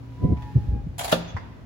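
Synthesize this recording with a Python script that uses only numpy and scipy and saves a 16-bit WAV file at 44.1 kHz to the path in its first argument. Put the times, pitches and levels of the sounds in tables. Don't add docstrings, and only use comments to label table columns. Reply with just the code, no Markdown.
import sys
import numpy as np
from scipy import signal
from scipy.fft import rfft, irfft
from scipy.io import wavfile
from scipy.ndimage import uniform_filter1d

SR = 44100
rng = np.random.default_rng(int(sys.argv[2]) if len(sys.argv) > 2 else 0)


def master(y):
    cut = np.clip(np.atleast_2d(y).T, -1, 1)
    pcm = np.round(cut * 32767)
    wavfile.write(sys.argv[1], SR, pcm.astype(np.int16))


N = 72765
T = np.arange(N) / SR

# [f/Hz, relative density/dB]
RUB_COLOUR = [(300, 1.5), (2000, 0), (5000, -8.5), (8000, -16)]
EARS = np.array([[1], [-1]])
WIDE_HZ = 805
ATTACK_S = 0.001
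SMALL_PART_DECAY_S = 0.014


def undb(db):
    return 10 ** (np.asarray(db) / 20)


def unit(x):
    return x / np.sqrt(np.mean(x ** 2) + 1e-20)


def over_hz(points, hz):
    p = np.array(points, float)
    return np.interp(np.log(hz + 1), np.log(p[:, 0]), p[:, 1])


def fader(rows):
    p = np.array(rows, float)
    outside = np.maximum(p[0, 0] - T, 0) + np.maximum(T - p[-1, 0], 0)
    return undb(np.interp(T, p[:, 0], p[:, -1])) * np.exp(-outside / 0.015)


def walk(rate):
    size = int(SR / rate)
    smooth = uniform_filter1d(rng.standard_normal(N), size, mode="wrap")
    return unit(uniform_filter1d(smooth, size, mode="wrap"))


def noise(colour, tilt_db=0, peak_hz=1000, peak_db=0):
    peak_width_octaves = 0.09
    hz = np.arange(N // 2 + 1) * SR / N
    mid, side = rfft(rng.standard_normal((2, N)))
    side = side * np.minimum((hz / WIDE_HZ) ** 0.42, 1)
    peak = peak_db / (1 + (np.log2((hz + 1) / peak_hz) / peak_width_octaves) ** 2)
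    tilt = tilt_db * np.log2(hz / 1000 + 0.079)
    low_cut = hz / np.hypot(hz, 20)
    gain = undb(over_hz(colour, hz) + tilt + peak) * low_cut
    return unit(irfft(np.array([mid + side, mid - side]) * gain, N))


def blow(start, decay, attack):
    age = np.maximum(T - start, 0)
    return (1 - np.exp(-age / attack)) * np.exp(-age / decay)


def ring(start, modes):
    age, out = np.maximum(T - start, 0), 0
    for hz, db, t60 in modes:
        skew = rng.choice([-1, 1]) * min(hz / WIDE_HZ, 1) ** 2 * np.pi / 4 * EARS
        wave = np.sin(2 * np.pi * hz * age + skew + rng.uniform(0, 2 * np.pi))
        out = out + undb(db) * blow(start, t60 / np.log(1000), ATTACK_S) * wave
    return out


def taps(rows, colour, decay):
    grain_db, grain_per_s, attack_s, resonance_db = 1.5, 1500, 0.0014, 9
    grain = unit(undb(grain_db * walk(grain_per_s)))
    bursts = 0
    for start, db, tilt, hz in rows:
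        burst = blow(start, decay, attack_s) * noise(colour, tilt, hz, resonance_db)
        bursts = bursts + undb(db) * burst
    return grain * bursts


def hum():
    # [f/Hz, level/dB]
    line_table = [(119, -42), (269.5, -49)]
    # [f/Hz, relative density/dB]
    vent_colour = [(25, -27.5), (55, 3.5), (130, -4), (400, -18), (2000, -36), (5000, -45.5), (9000, -53.5)]
    doorway_s, doorway_db, vent_db = 0.69, -9.5, -42.5
    lines = 0
    for hz, db in line_table:
        level = undb(db + 0.44 * walk(3.2))
        phase = 2 * np.pi * np.cumsum(hz * (1 + 0.0056 * walk(20.0))) / SR
        lines = lines + level * np.sqrt(2) * np.sin(phase)
    through = (1 + np.tanh((T - doorway_s) * 10)) / 2
    return lines * undb(doorway_db * through) + undb(vent_db) * noise(vent_colour)


def rub():
    # [t/s, level/dB]
    levels = [(0, -66.5), (0.24, -59), (0.33, -64.5), (0.42, -57), (0.7, -59), (0.85, -89)]
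    return fader(levels) * noise(RUB_COLOUR)


def hinge():
    # [t/s, f/Hz, level/dB]
    high = [(0.018, 985, -66), (0.15, 973, -61), (0.237, 998, -43.5), (0.31, 995, -48), (0.389, 985, -47),
            (0.499, 965, -50.5), (0.549, 990, -74)]
    low = [(0.29, 849, -65), (0.39, 848.4, -54.5), (0.501, 846, -46.5), (0.55, 832, -63.5),
           (0.586, 832, -51), (0.691, 827.5, -56), (0.79, 816.4, -48), (0.83, 816, -62)]
    under = [(0.23, 724, -52.5), (0.325, 720, -50), (0.4, 700, -61)]
    thin = [(0.38, 1805, -66), (0.45, 1810, -63), (0.7, 1813, -75)]
    # [second level/dB, third level/dB]
    overtones = [(-24, -38.5), (-19.5, -22), (-28, -19.5), (-28, -33.5)]
    waver, rough_db = 0.002, 1.2
    out = 0
    for note, (second_db, third_db) in zip((high, low, under, thin), overtones):
        p = np.array(note, float)
        pitch = np.interp(T, p[:, 0], p[:, 1]) * (1 + waver * walk(89))
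        phase = 2 * np.pi * np.cumsum(pitch) / SR
        tone = np.sin(phase) + undb(second_db) * np.sin(2 * phase) + undb(third_db) * np.sin(3 * phase)
        out = out + fader(note) * undb(rough_db * walk(40)) * tone
    return np.sqrt(2) * out * np.ones((2, 1))


def buffet():
    # [t/s, level/dB]
    gusts = [(0.19, -44.5), (0.25, -15), (0.275, -24), (0.33, -17.5), (0.355, -35), (0.42, -58),
             (0.53, -55), (0.565, -19), (0.61, -43), (0.76, -28.5), (0.845, -56), (0.875, -38), (0.92, -58)]
    # [f/Hz, relative density/dB]
    colour = [(20, -35), (48, 2), (90, 7.5), (210, -0.5), (500, -16.5), (800, -36), (2000, -69)]
    return fader(gusts) * noise(colour)


def thuds():
    # [t/s, starting f/Hz, peak level/dB, rise/s, decay/s]
    thumps = [(0.235, 151.7, -11.5, 0.018, 0.0058), (0.272, 105.7, -17.5, 0.014, 0.036),
              (0.308, 89.4, -13.5, 0.01, 0.03), (0.324, 229.4, -25, 0.0065, 0.0071),
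              (0.551, 130.6, -6.5, 0.014, 0.012), (0.569, 84.5, -14, 0.0066, 0.013),
              (0.677, 70.2, -16, 0.016, 0.033), (0.725, 69.2, -19, 0.014, 0.038),
              (0.862, 155.5, -21, 0.0094, 0.011), (0.88, 67.8, -24, 0.013, 0.016),
              (1.338, 107.7, -20, 0.017, 0.008)]
    sag_per_s = 5.3
    left_lag_s = 0.00023
    upper_ratio, upper_db = 1.88, -15
    out, heard = 0, T - np.array([[left_lag_s], [0]])
    for start, hz, db, rise, decay in thumps:
        age = np.maximum(heard - start, 0)
        swell = np.sin(np.pi / 2 * np.minimum(age / rise, 1)) ** 2
        shape = swell * np.exp(-np.maximum(age - rise, 0) / decay)
        phase = 2 * np.pi * hz * np.log1p(sag_per_s * age) / sag_per_s
        upper = undb(upper_db) * shape * np.sin(upper_ratio * phase)
        out = out + undb(db) * shape * (np.sin(phase) + upper)
    return out


def ticks():
    # [t/s, level before envelope/dB, tilt/(dB per octave), resonance f/Hz]
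    rows = [(0.368, -41.5, -4, 2330), (0.421, -43, -1.5, 3440)]
    return taps(rows, RUB_COLOUR, SMALL_PART_DECAY_S)


def push_bar():
    # [t/s, level before envelope/dB, tilt/(dB per octave), resonance f/Hz]
    rattles = [(0.981, -29.5, 1, 7400), (0.991, -23.5, -1.5, 3230), (1.008, -24.5, -4, 7060),
               (1.034, -30, -1.5, 4360), (1.043, -23.5, -1.5, 4600), (1.078, -27.5, -3.5, 3600),
               (1.093, -28, -1.5, 1950), (1.115, -21, -1, 2460)]
    # [f/Hz, relative density/dB]
    colour = [(200, -35), (550, -0.5), (720, 7), (1000, -1.5), (3200, -3.5), (5500, -8.5), (10500, -0.5),
              (15500, -8.5)]
    # [f/Hz, level relative to the rattle/dB, t60/s]
    case_modes = [(690.7, -15, 0.16), (754.6, -13.5, 0.15), (838, -22.5, 0.27), (958, -21, 0.34),
                  (4086, -22, 0.08), (6970, -18, 0.16), (10500, -20, 0.06), (11757, -24, 0.093)]
    decay_s, shift = 0.015, 0.04
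    case = 0
    for start, db, _, _ in rattles:
        pitch_ratio = 1 + shift * rng.uniform(-0.96, 1)
        case = case + undb(db) * ring(start, np.array(case_modes) * [pitch_ratio, 1, 1])
    return taps(rattles, colour, decay_s) + case


def latch():
    # [f/Hz, relative density/dB]
    bolt_colour = [(300, -12), (1200, 5.5), (2200, -10), (3400, 8.5), (5500, -9), (15500, -10)]
    clack_colour = [(60, -7), (230, 6.5), (380, -4.5), (570, 9), (850, -11.5), (1300, -4), (2200, -17.5),
                    (3500, -8.5), (6000, -19.5), (14000, -53)]
    # [f/Hz, level/dB, t60/s]
    door_modes = [(172.2, -27, 0.55), (229.2, -19, 0.14), (302, -34, 0.44), (388.8, -37.5, 0.61),
                  (526, -15, 0.13), (621.5, -11, 0.073), (673, -21.5, 0.089), (790, -34, 0.21),
                  (974, -32, 0.12), (1197, -25.5, 0.13), (1373, -31, 0.2), (1436, -29, 0.11),
                  (1585, -33, 0.13), (1770, -27, 0.12), (2634, -39, 0.21), (2853, -28.5, 0.096),
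                  (3380, -25.5, 0.083), (3530, -26.5, 0.094), (4390, -25, 0.064)]
    bolt_s, bolt_db, bolt_decay_s = 1.122, -12.5, 0.0053
    clack_s, clack_db, clack_decay_s = 1.1248, -14.5, 0.017
    stop_s, stop_db, stop_push_s = 1.1284, -17, 0.00026
    pan_db = 0.5
    bolt = undb(bolt_db) * blow(bolt_s, bolt_decay_s, ATTACK_S) * noise(bolt_colour)
    clack = undb(clack_db) * blow(clack_s, clack_decay_s, ATTACK_S) * noise(clack_colour)
    push = (T - stop_s) / stop_push_s
    stop = undb(stop_db) * (1 - 2 * push ** 2) * np.exp(-push ** 2)
    return bolt + (clack + stop + ring(clack_s, door_modes)) * undb(EARS * pan_db / 2)


def squeak():
    # [f/Hz, relative density/dB]
    colour = [(3150, -22), (3450, 9.5), (3900, -31), (6350, 0), (7300, -32.5)]
    centre_s, half_width_s, level_db = 1.295, 0.019, -48.5
    swell = np.exp(-((T - centre_s) / half_width_s) ** 2)
    return undb(level_db) * swell * noise(colour)


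def knocks():
    # [t/s, level before envelope/dB, tilt/(dB per octave), resonance f/Hz]
    rows = [(1.3655, -27, -2, 940), (1.466, -50, -12, 620), (1.588, -40.5, -7, 671)]
    # [f/Hz, relative density/dB]
    colour = [(150, 5), (600, -8.5), (1000, 3), (1300, 2), (2050, 3), (2900, -35), (4700, -11.5),
              (10000, -35)]
    return taps(rows, colour, SMALL_PART_DECAY_S)


def stairwell(x):
    # [f/Hz, t60/s]
    t60_points = [(100, 2), (500, 0.62), (1500, 1.07), (3500, 0.92), (6500, 0.41), (9000, 0.13),
                  (15000, 0.28)]
    # [f/Hz, level/dB]
    colour = [(100, 2.5), (600, 1), (2000, -6), (5000, 0), (10000, 7), (15000, -2.5)]
    build_s = 0.0089
    hz = np.arange(N // 2 + 1) * SR / N
    centres = np.geomspace(100, 15000, 10)
    wash, echo = rfft(noise([(20, 0), (20000, 0)])), 0
    for centre, pick in zip(centres, np.eye(len(centres))):
        band = irfft(wash * np.interp(np.log(hz + 1), np.log(centres), pick), N)
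        decay = np.exp(-np.log(1000) * T / over_hz(t60_points, centre))
        echo = echo + band * undb(over_hz(colour, centre)) * decay
    echo = echo * (1 - np.exp(-T / build_s)) / np.sqrt(SR * .07)
    return signal.fftconvolve(x, echo, axes=1)[:, :N]


def scene():
    sources = [(hinge(), -10), (thuds(), -13), (push_bar(), -1), (latch(), -12),
               (knocks() + ticks() + squeak(), -4.5)]
    direct = sum(x for x, _ in sources)
    echo = stairwell(sum(x * undb(send_db) for x, send_db in sources))
    return direct + echo + buffet() + rub() + hum()


def record(dry):
    dips_hz = [8600, 13500]
    dip_q, top_hz = 6.35, 16000
    for hz in dips_hz:
        dry = signal.lfilter(*signal.iirnotch(hz, dip_q, fs=SR), dry)
    return signal.sosfilt(signal.ellip(8, .2, 70, top_hz, fs=SR, output="sos"), dry)


dry = scene()
out = record(dry)
master(out)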